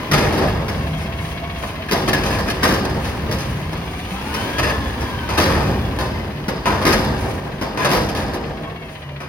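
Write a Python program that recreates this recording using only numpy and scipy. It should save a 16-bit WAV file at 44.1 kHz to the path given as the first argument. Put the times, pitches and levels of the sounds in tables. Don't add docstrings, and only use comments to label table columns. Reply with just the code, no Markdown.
import sys
import numpy as np
from scipy import signal
from scipy.fft import rfft, irfft, next_fast_len
from scipy.io import wavfile

SR = 44100
rng = np.random.default_rng(int(sys.argv[2]) if len(sys.argv) > 2 else 0)


def file_out(sig):
    cols = np.atleast_2d(sig).T
    lim = np.clip(cols, -1, 1)
    pcm = np.round(lim * 32767).astype(np.int16)
    wavfile.write(sys.argv[1], SR, pcm)


N = 409248
TIME = np.arange(N) / SR

# (time [s], relative thump [dB],
# relative clank [dB], rattle decay [s], loss per bounce [dB], ring pitch [Hz], ring gain [dB])
BLOWS = [(0.114, -10.5, -26, 0.018, 16, 1260, 5), (0.133, -9.5, -24, 0.016, 5.5, 1350, 2),
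         (0.325, -17.5, -33, 0.028, 12, 613, -3), (0.377, -13, -35.5, 0.018, 11, 378, 4),
         (0.414, -13.5, -41, 0.033, 18, 636, 5), (0.477, -21, -40, 0.016, 26, 1730, 10),
         (0.682, -15, -36.5, 0.016, 10, 1100, -17), (1.629, -16.5, -48, 0.017, 20, 1080, -12),
         (1.886, -30, -41, .02, 20, 1640, 15), (1.912, -11, -24.5, 0.018, 10, 434, 8),
         (2.078, -10.5, -32.5, 0.0073, 27, 218, 14), (2.086, -21, -29, 0.0058, 27, 1790, 5),
         (2.131, -13, -26.5, 0.011, 11.5, 1670, 12), (2.236, -14.5, -30, 0.049, 14, 1010, 1),
         (2.308, -11.5, -35, 0.024, 12, 1720, 5), (2.387, -23, -34.5, 0.024, 16, 1170, 7),
         (2.479, -18.5, -37, 0.0085, 20, 1620, 6), (2.499, -29, -30, 0.012, 16, 3360, -9),
         (2.632, -9, -22, 0.016, 5, 1170, -5), (2.85, -46, -36, 0.0043, 7, 1300, 0),
         (3.046, -20.5, -36, 0.031, 13, 1270, -4), (3.313, -28, -30.5, 0.026, 20, 1280, -5),
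         (3.386, -61, -34.5, 0.038, 16, 1290, -7), (3.724, -23, -41.5, 0.0046, 6, 1080, 4),
         (4.341, -19.5, -33, 0.017, 20, 970, 8), (4.584, -10, -29.5, 0.011, 2.5, 1870, 2),
         (4.641, -13.5, -35, 0.024, 7.5, 1740, 10), (5.009, -19.5, -37.5, 0.025, 12, 1120, -2),
         (5.291, -13, -34.5, 0.025, 3.5, 900, 6), (5.377, -7, -24.5, 0.013, 28, 1720, 2),
         (5.4, -14, -23, 0.045, 14, 970, 2), (5.497, -10, -34.5, 0.091, 8, 490, 5),
         (5.988, -13, -31.5, 0.032, 18, 990, 7), (6.482, -11.5, -34, 0.015, 22, 1610, -17),
         (6.657, -5.5, -31, 0.033, 8.5, 970, 5), (6.816, -8, -34.5, 0.031, 29, 1230, -18),
         (6.853, -5.5, -22, 0.037, 9, 1600, -1), (6.925, -21, -25.5, 0.02, 16, 1460, -1),
         (7.042, -24, -37, 0.024, 25, 670, -3), (7.613, -12, -35.5, 0.023, 25, 615, 0.5),
         (7.775, -9, -33.5, 0.06, 4, 1000, 3), (7.847, -7.5, -27, 0.0094, 5, 1570, -11),
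         (7.915, -13.5, -25, 0.033, 9, 500, -5), (8.088, -40, -37, 0.0089, 18.5, 580, -6),
         (8.15, -13.5, -32, 0.053, 13, 1680, -3), (8.336, -27, -37.5, 0.012, 28, 1000, 2),
         (9.204, -21, -45.5, 0.036, 12, 1550, 4)]
# (frequency [Hz], level [dB])
EXHAUST_COLOUR = [(15, -40), (30, -33), (48, -4.5), (70, 3), (100, 1), (140, -2.5), (220, -5), (400, -19.5),
                  (1500, -45.5)]
# (frequency [Hz], level [dB])
HISS_COLOUR = [(500, -14), (2500, 17), (5000, 6), (7000, 7), (10500, 5.5), (13000, -4), (16000, -1)]
# (frequency [Hz], correlation [-1 to 1])
STEREO_LIKENESS = [(60, .99), (210, .97), (330, .9), (430, .72), (1050, .66), (1430, .1), (2150, .5),
                   (2700, -.15), (3600, -.5), (4900, .35), (5700, -.15), (7300, -.6), (9800, .94),
                   (15000, .98)]


def from_db(db):
    return 10 ** (np.asarray(db) / 20)


def rms_one(x):
    return x / np.sqrt(np.mean(x ** 2) + 1e-20)


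def unit_energy(x):
    return rms_one(x) / np.sqrt(x.shape[-1])


def in_time(rows):
    times, *columns = np.transpose(rows)
    return [np.interp(TIME, times, column) for column in columns]


def at_hz(points, hz):
    known, values = np.transpose(points)
    return np.interp(np.log(hz + 1e-3), np.log(known), values)


def swells(rows):
    return sum(from_db(db) * np.exp(-((TIME - s) / half_s) ** 2) for s, db, half_s in rows)


def drift(rate_hz):
    hop, settle = 40, 2000
    pole = np.exp(-2 * np.pi * rate_hz * hop / SR)
    white = rng.standard_normal(N // hop + settle + 2)
    slow = signal.lfilter([1], [1, -2 * pole, pole * pole], white)[settle:]
    return np.interp(np.arange(N) / hop, np.arange(len(slow)), rms_one(slow))


def noise(colour, size=N):
    padded = next_fast_len(size, True)
    hz = np.fft.rfftfreq(padded, 1 / SR)
    alike = np.clip(at_hz(STEREO_LIKENESS, hz), -.95, .995)
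    mid, side = rfft(rng.standard_normal((2, padded)))
    pair = np.sqrt(1 + alike) * mid + np.sqrt(1 - alike) * side * [[1], [-1]]
    return rms_one(irfft(pair * from_db(at_hz(colour, hz)), padded)[:, :size])


def stereo_phase(hz):
    return np.arccos(np.clip(at_hz(STEREO_LIKENESS, hz), -1, 1)) * np.array([[.5], [-.5]])


def engine(turns, rumble_db, clatter_db, throb=0.39, knock=0.21):
    cylinders_db = [1, -20, 6.5, -16, -4, 4]
    # (time [s], peak [dB], half length [s])
    hum_swells = [(.15, -19, 0.058), (.92, -25, 0.12), (1.26, -26, 0.052), (3.33, -24, 0.037),
                  (3.53, -27.5, 0.16), (3.82, -29, 0.12), (4.14, -23.5, 0.023), (6.4, -29.5, 0.06),
                  (9.13, -30, 0.078)]
    firings = 3 * turns
    phase = 2 * np.pi * firings
    strength = from_db(cylinders_db)[firings.astype(int) % len(cylinders_db)]
    puff = strength * np.sin(phase / 2) ** 4 - 3 / 8
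    rumble = from_db(rumble_db - 2.5) * noise(EXHAUST_COLOUR) * rms_one(1 + throb * puff)
    # (frequency [Hz], level [dB])
    block_colour = [(80, 11.5), (300, 14), (650, 7.5), (820, 7), (930, 9.5), (1020, 12), (1130, 7.5),
                    (1300, 6), (2000, 0.5), (3000, 3.5), (5000, -7.5), (7000, -13), (16000, -19)]
    clatter = from_db(clatter_db + 1.0) * noise(block_colour) * rms_one(1 + knock * puff)
    note = from_db(rumble_db - 16.0 + 3.5 * drift(2.4)) * np.sin(phase)
    hum_gain = np.hypot(from_db(-37), swells(hum_swells)) * from_db(2.5 * drift(31))
    return rumble + clatter + note + hum_gain * np.sin(2 * phase)


def muffler(level_db, boom_hz=70, width_hz=14):
    resonance = signal.iirpeak(boom_hz, boom_hz / width_hz, fs=SR)
    return from_db(level_db) * rms_one(signal.lfilter(*resonance, noise(EXHAUST_COLOUR)))


def pump(turns, rpm, first_chug_s=.042, casing_top_hz=3450):
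    # (time [s], relative level [dB])
    pressure = [(0, -44.5), (.8, -43), (1.5, -42.5), (3.0, -51), (3.7, -48), (4.05, -42.5), (4.45, -39.5),
                (4.75, -39), (4.95, -44), (5.2, -38.5), (5.6, -46), (6.5, -50), (7.5, -50), (8.3, -51),
                (8.7, -46), (9.28, -51)]
    # (frequency [Hz], level [dB])
    chug_colour = [(300, -26), (1000, 12.5), (1900, 10), (2800, 14), (4000, 9), (5200, -8), (7000, -24),
                   (16000, -29)]
    # (rate [cycles per crank turn], relative level [dB], casing resonance [Hz])
    gears = [(25.48, 0.5, 760), (41.19, -2.5, 1500), (82.33, -3, 2950), (101.8, -8.5, 2600),
             (123.4, -7, 3200)]
    pressure_db = in_time(pressure)[0]
    cycle = (3 / 5 * (turns - np.interp(first_chug_s, TIME, turns))) % 1
    surge = (1 - np.exp(-cycle / .08)) * np.exp(-cycle / .18)
    surge = surge / surge.max()
    chug_db = pressure_db + 7.0 - 10 * np.log2(rpm / rpm.min())
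    pulsing = rms_one((surge + .05) * from_db(1.5 * drift(9)))
    out = from_db(chug_db) * pulsing * noise(chug_colour)
    for teeth, db, resonance_hz in gears:
        hz = teeth * rpm / 60
        off_resonance_db = 8.0 * np.abs(np.log2(hz / resonance_hz))
        shut_in_db = 60 * np.log2(np.maximum(hz / casing_top_hz, 1))
        level_db = pressure_db + db + 5.5 - off_resonance_db - shut_in_db
        flutter_db = 4.0 * drift(15) + 3 * surge
        jitter = 0.65 * drift(42)
        phase = 2 * np.pi * teeth * turns + jitter + stereo_phase(resonance_hz)
        out = out + from_db(level_db + flutter_db) * np.sin(phase)
    return out


def valves(rpm, db_per_doubling=24):
    # (time [s], relative peak [dB], half length [s])
    puffs = [(.8, -50, 0.16), (1.02, -48.5, 0.056), (1.28, -47, 0.096), (1.64, -46.5, 0.1),
             (2.3, -46, 0.33), (3.06, -47, 0.12), (3.5, -47.5, 0.15), (4.05, -47, 0.26),
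             (4.45, -45.5, 0.21), (5.86, -58, 0.032), (7.27, -45, 0.12), (8.95, -53.5, 0.091)]
    flow = from_db(-50.5 + db_per_doubling * np.log2(rpm / rpm.max()))
    return np.hypot(flow, swells(puffs)) * from_db(8.5 + 2.0 * drift(25)) * noise(HISS_COLOUR)


def contacts(per_s, spread_db):
    chance, size = rng.random((2, N))
    at = np.flatnonzero(chance < per_s / SR)
    force = np.zeros(N)
    force[at] = from_db(spread_db * 4 * np.abs(2 * size[at] - 1)) * np.sign(size[at] - .5)
    return rms_one(force)


def strike(force, response):
    return signal.oaconvolve(force[None], response, axes=1)[:, :N]


def modes(table):
    t, out = TIME[:SR], 0
    for hz, db, t60 in table:
        tone = np.sin(2 * np.pi * (hz * t + rng.random()) + stereo_phase(hz))
        out = out + from_db(db) * unit_energy(tone * np.exp(-np.log(1000) * t / t60))
    return unit_energy(out)


def panels(colour, ring_scale, direct_db):
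    # (frequency [Hz], t60 before ring_scale [s])
    ring_times = [(60, 0.15), (200, 0.57), (500, 0.39), (1200, 0.65), (2500, 0.26), (5000, 0.11),
                  (10000, 0.13), (16000, 0.043)]
    t, hz = TIME[:SR], np.fft.rfftfreq(SR, 1 / SR)
    spectrum, out = rfft(noise(colour, size=SR)), 0
    centres, t60s = np.transpose(ring_times)
    for share, t60 in zip(np.eye(len(centres)), t60s):
        band = irfft(spectrum * at_hz(list(zip(centres, share)), hz), SR)
        out = out + band * np.exp(-np.log(1000) * t / (t60 * ring_scale))
    crack = 1 + from_db(direct_db) * np.exp(-t / 0.0089)
    return unit_energy(out * crack)


def bounces(blows, gap_s=.046, stretch=1.93):
    for s, thump_db, clank_db, rattle_s, loss_db, ring_hz, ring_db in blows:
        for k in range(3):
            yield (s + k * gap_s, thump_db - k * loss_db, clank_db - k * loss_db,
                   rattle_s * stretch ** k, ring_hz, ring_db)


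def blow(chatter, rattle_s, ring_hz, ring_db, overtone_ratio=1.52, ring_q=12):
    age = TIME[:len(chatter)] / rattle_s
    take_up = 1 - np.exp(-age / 0.19)
    force = unit_energy(chatter * take_up * np.exp(-age))
    force[0] += 0.5
    ring = signal.lfilter(*signal.iirpeak(ring_hz, ring_q, fs=SR), force)
    overtone = signal.lfilter(*signal.iirpeak(ring_hz * overtone_ratio, ring_q, fs=SR), force)
    return force + from_db(ring_db) * (ring + from_db(-7) * overtone)


def arm(body, parts=3, detune=.03):
    # (frequency [Hz], level [dB], t60 [s])
    arm_modes = [(1225, 9, 0.07), (1700, 8, 0.03), (2080, 7, 0.035), (2520, 8, 0.02), (2900, 7, 0.008),
                 (5000, 3, .005)]
    chatter = contacts(per_s=800, spread_db=2.0)
    out = 0
    for part in range(parts):
        thumps, clanks = np.zeros((2, N + SR))
        for s, thump_db, clank_db, rattle_s, ring_hz, ring_db in bounces(BLOWS[part::parts]):
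            span = int(s * SR) + np.arange(SR // 4)
            force = blow(np.take(chatter, span, mode="wrap"), rattle_s, ring_hz, ring_db)
            thumps[span] += from_db(thump_db + 20.0) * force
            clanks[span] += from_db(clank_db + 35.5) * force
        steel = modes([(hz * rng.normal(1, detune), db, t60) for hz, db, t60 in arm_modes])
        out = out + struck_part(thumps[:N], clanks[:N], body, steel)
    return out


def struck_part(thumps, clanks, body, steel):
    # (frequency [Hz], level [dB])
    thump_colour = [(25, -40), (60, -5), (140, 0.5), (300, -1.5), (600, -1), (1000, -4.5), (2000, -13),
                    (3000, -14.5), (6000, -49), (16000, -66)]
    clank_colour = [(200, -26), (1000, 5.5), (2000, 4), (3200, 9.5), (5000, 6), (7000, 1), (10000, -2),
                    (16000, -5)]
    dull = panels(thump_colour, ring_scale=0.69, direct_db=6.5) + from_db(-6.0) * body
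    bright = panels(clank_colour, ring_scale=0.84, direct_db=7.0) + from_db(-6.0) * steel
    return strike(thumps, dull) + strike(clanks, bright)


def rocking(rise_s, fall_db_per_s, thump_share=0.35):
    jolts = np.zeros(N)
    for s, thump_db, clank_db, *_ in BLOWS:
        jolts[int(s * SR)] += from_db(clank_db + thump_share * (thump_db - clank_db)) ** 2
    retained, lag = from_db(-fall_db_per_s / SR) ** 2, np.exp(-1 / (rise_s * SR))
    stored = signal.lfilter([1], [1, -retained], jolts)
    energy = signal.lfilter([1 - lag], [1, -lag], stored)
    return 10 * np.log10(energy + 1e-9)


def shudder(body, level_db, walls=3):
    # (frequency [Hz], level [dB])
    wall_colour = [(30, -16), (100, 9.5), (170, 2.5), (330, 3.5), (600, -1.5), (1000, -5), (2000, -13.5),
                   (4000, -54), (8000, -21), (16000, -87)]
    shaking = from_db(level_db + 1.5 * drift(50)) / np.sqrt(walls)
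    out = 0
    for _ in range(walls):
        wall = panels(wall_colour, ring_scale=0.41, direct_db=-35.0) + from_db(-2.5) * body
        out = out + strike(shaking * contacts(per_s=160, spread_db=2.5), wall)
    return out


def settling(body):
    # (frequency [Hz], level [dB])
    fittings_colour = [(200, -11), (600, 9), (1050, 4), (2000, -5), (3200, 6.5), (5000, 3), (7000, -4.5),
                       (10500, -25), (16000, -53)]
    boom_colour = [(20, -22), (32, -23), (48, 2.5), (70, 0.5), (100, 1), (140, -11), (220, -2.5),
                   (400, -28), (1500, -90)]
    jingle_gain = from_db(rocking(rise_s=0.0039, fall_db_per_s=48.5) - 7.5)
    jingle = jingle_gain * contacts(per_s=900, spread_db=-0.5)
    fittings = strike(jingle, panels(fittings_colour, ring_scale=0.24, direct_db=-2.0))
    tick_gain = from_db(rocking(rise_s=0.06, fall_db_per_s=21.0) - 30.5)
    touches = tick_gain * contacts(per_s=27, spread_db=14.0)
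    ticks = strike(touches, panels(HISS_COLOUR, ring_scale=.3, direct_db=10.0))
    walls = shudder(body, rocking(rise_s=0.0036, fall_db_per_s=22.0) - 4.0)
    boom = from_db(rocking(rise_s=0.1, fall_db_per_s=23.0) - 7.5) * noise(boom_colour)
    return fittings + ticks + walls + boom


def plastic_bin(wall_t60_s=.11):
    # (time [s], level [dB], attack [s], decay [s], main wall resonance [Hz])
    crashes = [(.135, -25, 0.0056, 0.18, 1760), (.185, -19.5, 0.029, 0.16, 370),
               (.405, -20.5, 0.018, 0.045, 750), (1.92, -21, 0.0084, 0.075, 745),
               (2.62, -15.5, 0.012, 0.066, 1100), (2.68, -28, .02, 0.062, 350),
               (3.27, -23.5, 0.012, 0.057, 453), (5.362, -22, 0.016, 0.11, 1050),
               (5.485, -29, 0.012, 0.046, 1700), (5.545, -26, .015, 0.077, 750),
               (6.656, -23, 0.0036, 0.13, 940), (6.848, -21.5, .015, 0.052, 1900),
               (6.05, -35, 0.068, .2, 424), (7.225, -26, 0.025, 0.11, 490),
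               (7.765, -25.5, 0.064, 0.062, 1550), (7.925, -20, .015, 0.076, 540),
               (8.38, -30, 0.069, 0.15, 437)]
    chatter, t = contacts(per_s=1100, spread_db=-0.5), TIME[:SR]
    ring_out = np.exp(-np.log(1000) * t[:SR // 8] / wall_t60_s)
    out = np.zeros((2, N + SR))
    for s, db, attack_s, decay_s, hz in crashes:
        span = int(s * SR) + np.arange(SR)
        pressing = np.minimum(t / attack_s, 1) * np.exp(-np.maximum(t - attack_s, 0) / decay_s)
        force = np.take(chatter, span, mode="wrap") * pressing
        colour = [(hz / 3, -28.0), (hz, 0), (hz * 2, -15.5), (hz * 8, -29.5), (SR / 2, -59.0)]
        wall = unit_energy(noise(colour, size=len(ring_out)) * ring_out)
        out[:, span] += from_db(db) * strike(force, wall)[:, :SR]
    return out[:, :N]


def pivots():
    # (time [s], pitch [Hz], peak [dB], half length [s])
    squeaks = [(1.036, 5200, -44, .03), (4.598, 4650, -31, .018), (4.66, 4880, -34, .025),
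               (4.703, 4650, -31, .012)]
    out, wobble = 0, 2 * drift(90)
    for s, hz, db, half_s in squeaks:
        out = out + swells([(s, db, half_s)]) * np.sin(2 * np.pi * hz * TIME + wobble)
    return out


def scene():
    # (time [s], relative rumble [dB], relative clatter [dB], boom [dB])
    loudness = [(0, -34, -28, -45), (.5, -23.5, -33, -29.5), (1.5, -31, -33.5, -42),
                (2.6, -35.5, -30.5, -38), (3.3, -22.5, -31, -34.5), (4.05, -35, -33.5, -35.5),
                (4.45, -32, -25.5, -30.5), (4.8, -39, -31, -27), (5.2, -31, -30, -27.5),
                (5.7, -19.5, -30.5, -24.5), (6.4, -31, -34.5, -43), (7.55, -44, -35, -49),
                (9.0, -47, -41, -43)]
    # (time [s], speed [rpm])
    crank_speed = [(0.1, 1477), (0.48, 1634), (1.02, 1565), (1.51, 1625), (1.72, 1503), (2.4, 1550),
                   (2.85, 1355), (3.5, 1356), (3.76, 1645), (4.04, 1712), (4.3, 2105), (4.6, 2430),
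                   (4.76, 2535), (5.05, 2435), (5.22, 2240), (5.99, 1535), (6.52, 1450), (7.1, 1310),
                   (7.55, 1505), (7.9, 1361), (8.36, 1405), (8.6, 1575), (8.78, 1619), (8.92, 1510),
                   (9.08, 1410)]
    # (frequency [Hz], level [dB], t60 [s])
    body_modes = [(104, -6, 0.69), (142.7, -2, 0.35), (203.9, -1.5, 0.55), (250, -4, .12), (335, -1, 0.17),
                  (376.4, 1, 0.5), (449, -1.5, 0.6), (490, -5, 0.15), (540, -2.5, 0.2), (583, -5, 0.15),
                  (672, -10, 0.2), (790, -8, 0.3), (940, -10, 0.2), (1025, -10, 0.25), (1220, -12, 1.0),
                  (1600, -16, .5)]
    rumble_db, clatter_db, boom_db = in_time(loudness)
    rpm = in_time(crank_speed)[0]
    turns = np.cumsum(rpm) / (60 * SR)
    body = modes(body_modes)
    drive = engine(turns, rumble_db, clatter_db) + muffler(boom_db) + pump(turns, rpm)
    return drive + valves(rpm) + pivots() + arm(body) + plastic_bin() + settling(body)


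def record(dry, ceiling=1.3, cutoff_hz=15900):
    # (frequency [Hz], gain [dB])
    mic_response = [(20, -24), (40, 1.5), (1200, 0), (1420, -2.5), (1650, 3.5), (3000, -2), (3800, -2),
                    (5000, 1), (5800, -2), (6500, 1), (7500, -12), (8800, -2.5), (10500, -2.5)]
    # (frequency [Hz], left minus right [dB])
    balance = [(60, -.5), (210, .5), (350, 2.5), (480, -2.5), (770, -2.2), (900, 1), (1170, 1), (1450, 3.5),
               (2300, 5), (3600, 1), (5500, -4.5), (7000, -1), (9800, 0)]
    padded = next_fast_len(N + SR // 10, True)
    hz = np.fft.rfftfreq(padded, 1 / SR)
    colour_db = at_hz(mic_response, hz) + at_hz(balance, hz) * np.array([[.5], [-.5]])
    heard = irfft(rfft(dry, padded) * from_db(colour_db), padded)[:, :N]
    rounded = ceiling * np.tanh(heard / ceiling)
    return signal.sosfilt(signal.ellip(10, .2, 70, cutoff_hz, fs=SR, output="sos"), rounded)


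dry = scene()
out = record(dry)
file_out(out)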